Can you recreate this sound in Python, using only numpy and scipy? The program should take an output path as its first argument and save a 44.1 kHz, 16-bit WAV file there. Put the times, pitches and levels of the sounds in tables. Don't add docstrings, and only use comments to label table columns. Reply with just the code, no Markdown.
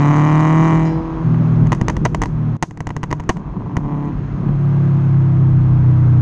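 import sys
import numpy as np
from scipy import signal
from scipy.io import wavfile
from scipy.ndimage import uniform_filter1d

SR = 44100
rng = np.random.default_rng(int(sys.argv[2]) if len(sys.argv) > 2 else 0)


def digitize_waveform(pressure):
    field = np.atleast_2d(pressure).T
    bounded = np.clip(field, -1, 1)
    quanta = np.round(bounded * 32767).astype(np.int16)
    wavfile.write(sys.argv[1], SR, quanta)


def invert_db(x):
    u = np.asarray(x, float) / 20
    return 10 ** u


N = 273861
TIME_S = np.arange(N) / SR


def rms_one(x):
    return x / np.sqrt(np.mean(x ** 2) + 1e-20)


def in_time(rows):
    s, *columns = np.transpose(rows)
    return [np.interp(TIME_S, s, column) for column in columns]


def butter(x, hz, kind, order=2):
    sos = signal.butter(order, hz, kind, fs=SR, output="sos")
    return signal.sosfilt(sos, x + 1e-18)


def resonate(x, modes):
    out = 0
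    for hz, width_hz, db in modes:
        r = np.exp(-np.pi * abs(width_hz) / SR)
        zeros = np.array([1, 0, -1]) * (1 - r * r) / 2
        poles = [1, -2 * r * np.cos(2 * np.pi * hz / SR), r * r]
        out = out + invert_db(db) * signal.lfilter(zeros, poles, x + 1e-18)
    return out


def noise():
    return rng.standard_normal(N)


def drift(hz):
    return rms_one(butter(rng.standard_normal(N + SR), hz, "low")[SR:])


def clicks_at(seconds, sizes):
    out = np.zeros(N)
    samples = (np.asarray(seconds) * SR).astype(int)
    np.add.at(out, np.clip(samples, 0, N - 1), sizes)
    return out


def fade(clicks, t60_s):
    return signal.lfilter([1], [1, -invert_db(-60 / (t60_s * SR))], clicks + 1e-18)


def front(clicks, spike_s):
    echo_s, echo_db = .00103, -5.7
    t = np.arange(400) / SR
    spike = (t / spike_s) ** 2 * np.exp(2 - 2 * t / spike_s)
    loop = np.zeros(round(echo_s * SR) + 1)
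    loop[0], loop[-1] = 1, -invert_db(echo_db)
    shape = signal.lfilter([1], loop, butter(spike, 2400, "low", order=3))
    return signal.fftconvolve(clicks, shape)[:N]


def crack(clicks, envelope, hiss_db):
    hiss = invert_db(hiss_db) * envelope * noise()
    return butter(clicks + hiss, 4100, "high", order=3)


STATES = {"pull": (-16, 0.5, -19.5, -30.5, -14, -6.5, 0.0346, -10),
          "ease": (-20, -4.5, -22.5, -21, -16, -3.5, 0.26, -11),
          "lift": (-4, -1, -23, -12.5, -20, -26, 0.08, -30),
          "misfire": (-4.5, -2.5, -11, -16, -15.5, -13, 0.43, -24),
          "stumble": (-3.5, -6.5, -12.5, -13.5, -15, -10, 0.75, -9.5),
          "tip in": (-25, -1.5, -13.5, -17, -11.5, -6.5, 0.22, -10),
          "catch": (-9, -2, -7, -11, -15, -20, 0.34, -22),
          "overrun": (-9, 0, -8, -28, -21.5, -24.5, 0.02, -33)}
# start in seconds, state name.
PHASES = [(0, "pull"), (.91, "ease"), (1.235, "lift"), (1.73, "misfire"), (2.31, "lift"), (2.58, "misfire"),
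          (3.35, "stumble"), (3.815, "tip in"), (4.115, "misfire"), (4.36, "catch"), (4.54, "overrun")]


def engine_state():
    change_s = .04
    s, names = zip(*PHASES)
    now = np.searchsorted(s, TIME_S, "right") - 1
    columns = np.array([STATES[name] for name in names])[now].T
    return uniform_filter1d(columns, size=int(change_s * SR), axis=1)


# order, leading order, level in dB re the leader.
MINOR_ORDERS = [(1, 4, -29), (2, 4, -34), (9, 7, -5), (10, 5, -12), (11, 4, -41.5), (12, 8, -11)]
# frequency in Hz, width in Hz, level in dB.
BURBLE = [
    (149.3, 32.6, 17.5),
    (113, 20, -26),
    (285, 30, -18.5),
]


def drone(cycles, levels_db, share):
    sway_db, order_step_rad = .5, 2.42
    orders = list(levels_db.items())
    orders += [(k, levels_db[lead] + db) for k, lead, db in MINOR_ORDERS]
    tones = 0
    for k, db in orders:
        sine = -np.sin(2 * np.pi * k * cycles + order_step_rad * (k % 4))
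        tones = tones + invert_db(db + sway_db * drift(6)) * np.sqrt(2) * sine
    whole = np.sqrt(sum(invert_db(db) ** 2 for db in levels_db.values()))
    rumble = butter(resonate(noise(), BURBLE), 420, "low", order=4)
    burble = rms_one(rumble * invert_db(2.0 * drift(12)))
    return np.sqrt(1 - share) * tones + np.sqrt(share) * invert_db(1.5) * whole * burble


# level in dB, lag in seconds.
CYLINDERS = [(3, 0), (-2.5, .00022), (1, -.0001), (2, .00012)]
# frequency in Hz, width in Hz, level in dB.
PIPE = [
    (958, 44, 8.5),
    (1720, 380, -13),
    (690, 220, 3.5),
    (3050, 170, -50.5),
]


def bark(cycles, level_db, share):
    weak_firing_db = -30
    count = np.floor(4 * cycles + .24).astype(int)
    fired = np.flatnonzero(np.diff(count))
    luck = rng.standard_normal((len(fired), 2))
    sizes_db, lag_s = np.array(CYLINDERS)[count[fired] % 4].T
    sizes_db = sizes_db + weak_firing_db * share[fired] * rng.random(len(fired))
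    clicks = clicks_at(fired / SR + lag_s, invert_db(sizes_db + 0.42 * luck[:, 0]))
    bright = clicks_at(fired / SR + lag_s, invert_db(sizes_db + 1.9 * luck[:, 1]))

    body = butter(front(clicks, spike_s=.00018), 400, "high")
    body = body + resonate(body, [(1130, 150, 1.0), (686, 92, 0.5), (2350, 87, 8), (3185, 83, 3.5)])
    rasp = butter(resonate(noise() * fade(clicks, 0.018), PIPE), 3600, "low")
    low = rms_one(body) + invert_db(-21) * rms_one(rasp)

    top = butter(crack(bright, fade(bright, 0.017), hiss_db=6.0), [5500, 8200], "band")
    sizzle = resonate(bright + noise() * fade(bright, 0.011), [(3770, 700, 0)])
    top = top + invert_db(-6) * rms_one(sizzle) * top.std()

    dull = butter(low, 1350, "low", order=4)
    dull = rms_one(dull + resonate(dull, [(934, 370, 1.4)]))
    fullness = np.minimum(invert_db(1.7 * (level_db + 22.5)), 1)
    full = low + invert_db(-28.0) * rms_one(top)
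    return invert_db(level_db) * ((1 - fullness) * dull + fullness * full)


# time in seconds, four-stroke cycles per second.
SPEED = [(0, 35.9), (.15, 37.1), (.66, 40.5), (.8, 40.1), (1.05, 40.7), (1.25, 40.2), (1.68, 39.6),
         (2, 40.6), (2.3, 38.7), (2.55, 37.8), (3.3, 36.7), (3.9, 36.3), (4.2, 35.7), (4.65, 35.1),
         (4.8, 34.8), (6.0, 31), (6.21, 30.5)]
# time in seconds, level in dB.
NOTE = [(0, -12.5), (.72, -12.5), (.92, -16), (1.05, -22), (1.2, -22.5), (1.27, -13.5), (1.65, -11.5),
        (1.76, -18.5), (2.3, -20.5), (2.45, -15.5), (2.567, -18.5), (3.5, -25.5), (3.7, -22), (4.08, -19),
        (4.25, -25), (4.45, -17.5), (4.8, -13.5), (6.21, -10.5)]


def engine():
    cycles = np.cumsum(in_time(SPEED)[0]) / SR
    note_db, = in_time(NOTE)
    *orders_db, share, bark_db = engine_state()
    share = np.clip(share, 0, 1)
    levels_db = dict(zip((3, 4, 5, 6, 7, 8), note_db + orders_db))
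    return drone(cycles, levels_db, share) + bark(cycles, note_db + bark_db, share)


def boom(clicks):
    trough_s, silencer_hz = 0.00483, 178
    t = np.arange(3000) / SR - .0012
    late = np.maximum(t - trough_s, 0)
    swing = 2.5 * np.sin(2 * np.pi * silencer_hz * late) * np.exp(-late / 0.0013)
    trough = (t > 0) * (late == 0)
    return signal.fftconvolve(clicks, butter(swing - trough, 920, "low"))[:N]


# time in seconds, peak in dB, crack in dB re the bang.
BANGS = [(1.345, -23, -28), (1.6628, -27, -19), (1.6705, -23.5, -8), (1.7203, -4.5, -11),
         (1.729, -4, -16), (1.749, -22, -7), (1.8137, -12, -9.5), (1.8835, -3.5, -10),
         (1.8965, -10, -29), (1.8998, -11, -10.5), (1.9672, -17.5, -7), (2.0519, -7.5, -9.5),
         (2.0544, -4.5, -12), (2.0605, -6.5, -22.5), (2.1474, -7, -9), (2.2183, -6, -9),
         (2.2248, -12.5, -14), (2.2355, -8, -13), (2.2576, -16.5, -10.5),
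         (2.5669, -42, -2.5), (2.626, -3, -6), (2.6316, -8, -11), (2.7098, -25.5, -14),
                 (2.7739, -25.5, -10), (2.8053, -15, -10.5), (2.8704, -13.5, -8.5), (2.8912, -23.5, -12),
                 (2.9052, -15.5, -20), (2.9657, -13.5, -10.5), (3.0318, -12.5, -12.5), (3.0377, -14.5, -13),
                 (3.1068, -25, -10), (3.1129, -12, -12), (3.1276, -8, -15), (3.1984, -22, -15),
                 (3.2027, -23.5, -11), (3.238, -34, -10), (3.2914, -12.5, -6.5), (3.2931, -4, -12.5),
                 (3.2958, -9, -11.5), (3.2969, -9, -18), (3.3013, -12.5, -19), (3.3698, -23, -16),
                 (3.7684, -9, -11.5)]
# time in seconds, boom in dB.
THUDS = [(1.813, -6.5), (1.9681, -10), (3.1975, -16), (3.2924, -12), (3.603, -26), (3.659, -20.5),
         (3.7689, -10.5), (4.121, -21), (4.435, -23), (4.488, -12.5)]


def pops():
    boom_db, boom_top_db = 0.5, -11.5
    thud_front_db, lead_s = -15, .00015
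    s, peak_db, crack_db = np.transpose(BANGS)
    thud_s, thud_db = np.transpose(THUDS)
    clicks = clicks_at(s - lead_s, invert_db(peak_db)) + clicks_at(thud_s, invert_db(thud_db + thud_front_db))
    pushes = clicks_at(s, invert_db(np.minimum(peak_db + boom_db, boom_top_db)))
    pushes += clicks_at(thud_s, invert_db(thud_db))
    bright = clicks_at(s - lead_s, invert_db(peak_db + crack_db))

    out = invert_db(4.5) * front(clicks, spike_s=.00013) + invert_db(-4) * boom(pushes)
    hiss_envelope = fade(bright, 0.013) + invert_db(-32.0) * fade(bright, 0.27)
    out += invert_db(9.5) * crack(bright, hiss_envelope, hiss_db=-13.0)
    tail = noise() * (fade(clicks, 0.028) + invert_db(-21.0) * fade(clicks, 0.11))
    tail = resonate(tail, PIPE + [(331, 97, 11.0), (646, 82, 2.3)])
    return out + invert_db(-4.5) * butter(tail, 2600, "low"), clicks


# frequency in Hz, level in dB, t60 in seconds.
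TING = [(4091, -52, .75), (4942, -50, .7), (5496, -52, .45), (6778, -52, .2), (8893, -55, .25),
        (9370, -59, .15)]


def ting():
    t = np.maximum(TIME_S - .852, 0)
    return sum(invert_db(db - 60 * t / t60_s) * np.sin(2 * np.pi * hz * t) for hz, db, t60_s in TING)


# time in seconds, tyre roar in dB, wind in dB.
ROAD = [(0, -28.5, -43.5), (1.1, -36, -32), (1.5, -33.5, -27), (2.2, -41, -25), (2.5, -38.5, -35),
        (3.6, -42, -31), (4.85, -35.5, -33.5), (5.5, -37, -24.5), (6.21, -35, -28)]
# frequency in Hz, density in dB per Hz.
ROAR = [(330, 0), (440, -7.5), (560, -4), (680, -5.5), (930, -7), (1200, -7.5), (1450, -12.5), (2500, -24),
        (4000, -34.5), (5500, -43.5), (7000, -41), (11000, -63.5)]


def road():
    gust_db, gust_hz = 1.5, 1.3
    roar_db, wind_db = in_time(ROAD)
    hz, db = np.transpose(ROAR)
    white = rng.standard_normal((2, N))
    edges = 330 * 2 ** np.arange(0, 5.1, 1 / 3)
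    roar = 0
    for k, (low, high) in enumerate(zip(edges, edges[1:])):
        level_db = np.interp(np.log(low * high) / 2, np.log(hz), db)
        roar = roar + invert_db(level_db + 0.47 * drift(32)) * butter(white[k % 2], [low, high], "band")
    wind = butter(noise(), [33, 62], "band") * invert_db(2.5 * drift(6))
    gusts = invert_db(wind_db + gust_db * drift(gust_hz))
    return invert_db(roar_db - 0.5) * rms_one(roar) + gusts * rms_one(wind)


def gain_control(clicks):
    clamp_s, clamp_db, recover_s, clamp_hz = 2.567, -22.5, 0.34, 120
    since = TIME_S - clamp_s
    clamp = clamp_db * (since > 0) * np.exp(-np.abs(since) / recover_s)
    dips = 1 + 1.06 * butter(fade(clicks, 0.21), 170, "low")
    return invert_db(butter(clamp, clamp_hz, "low", order=1)) / dips


def scene():
    bangs, clicks = pops()
    steady = engine() + ting() + road()
    return (bangs + gain_control(clicks) * steady)[None]


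def band_limit(x):
    return signal.sosfilt(signal.butter(12, 15100, fs=SR, output="sos"), x)


def record(dry):
    x = 1.3 * np.tanh(dry / 1.3)
    port_hz, port_width_hz, port_db = 6400, 800, 7
    x = x + resonate(x, [(port_hz, port_width_hz, port_db)])
    x = butter(x, 5950, "low", order=3)
    x = butter(x, 13000, "low", order=4)
    return band_limit(x)


dry = scene()
out = record(dry)
digitize_waveform(out)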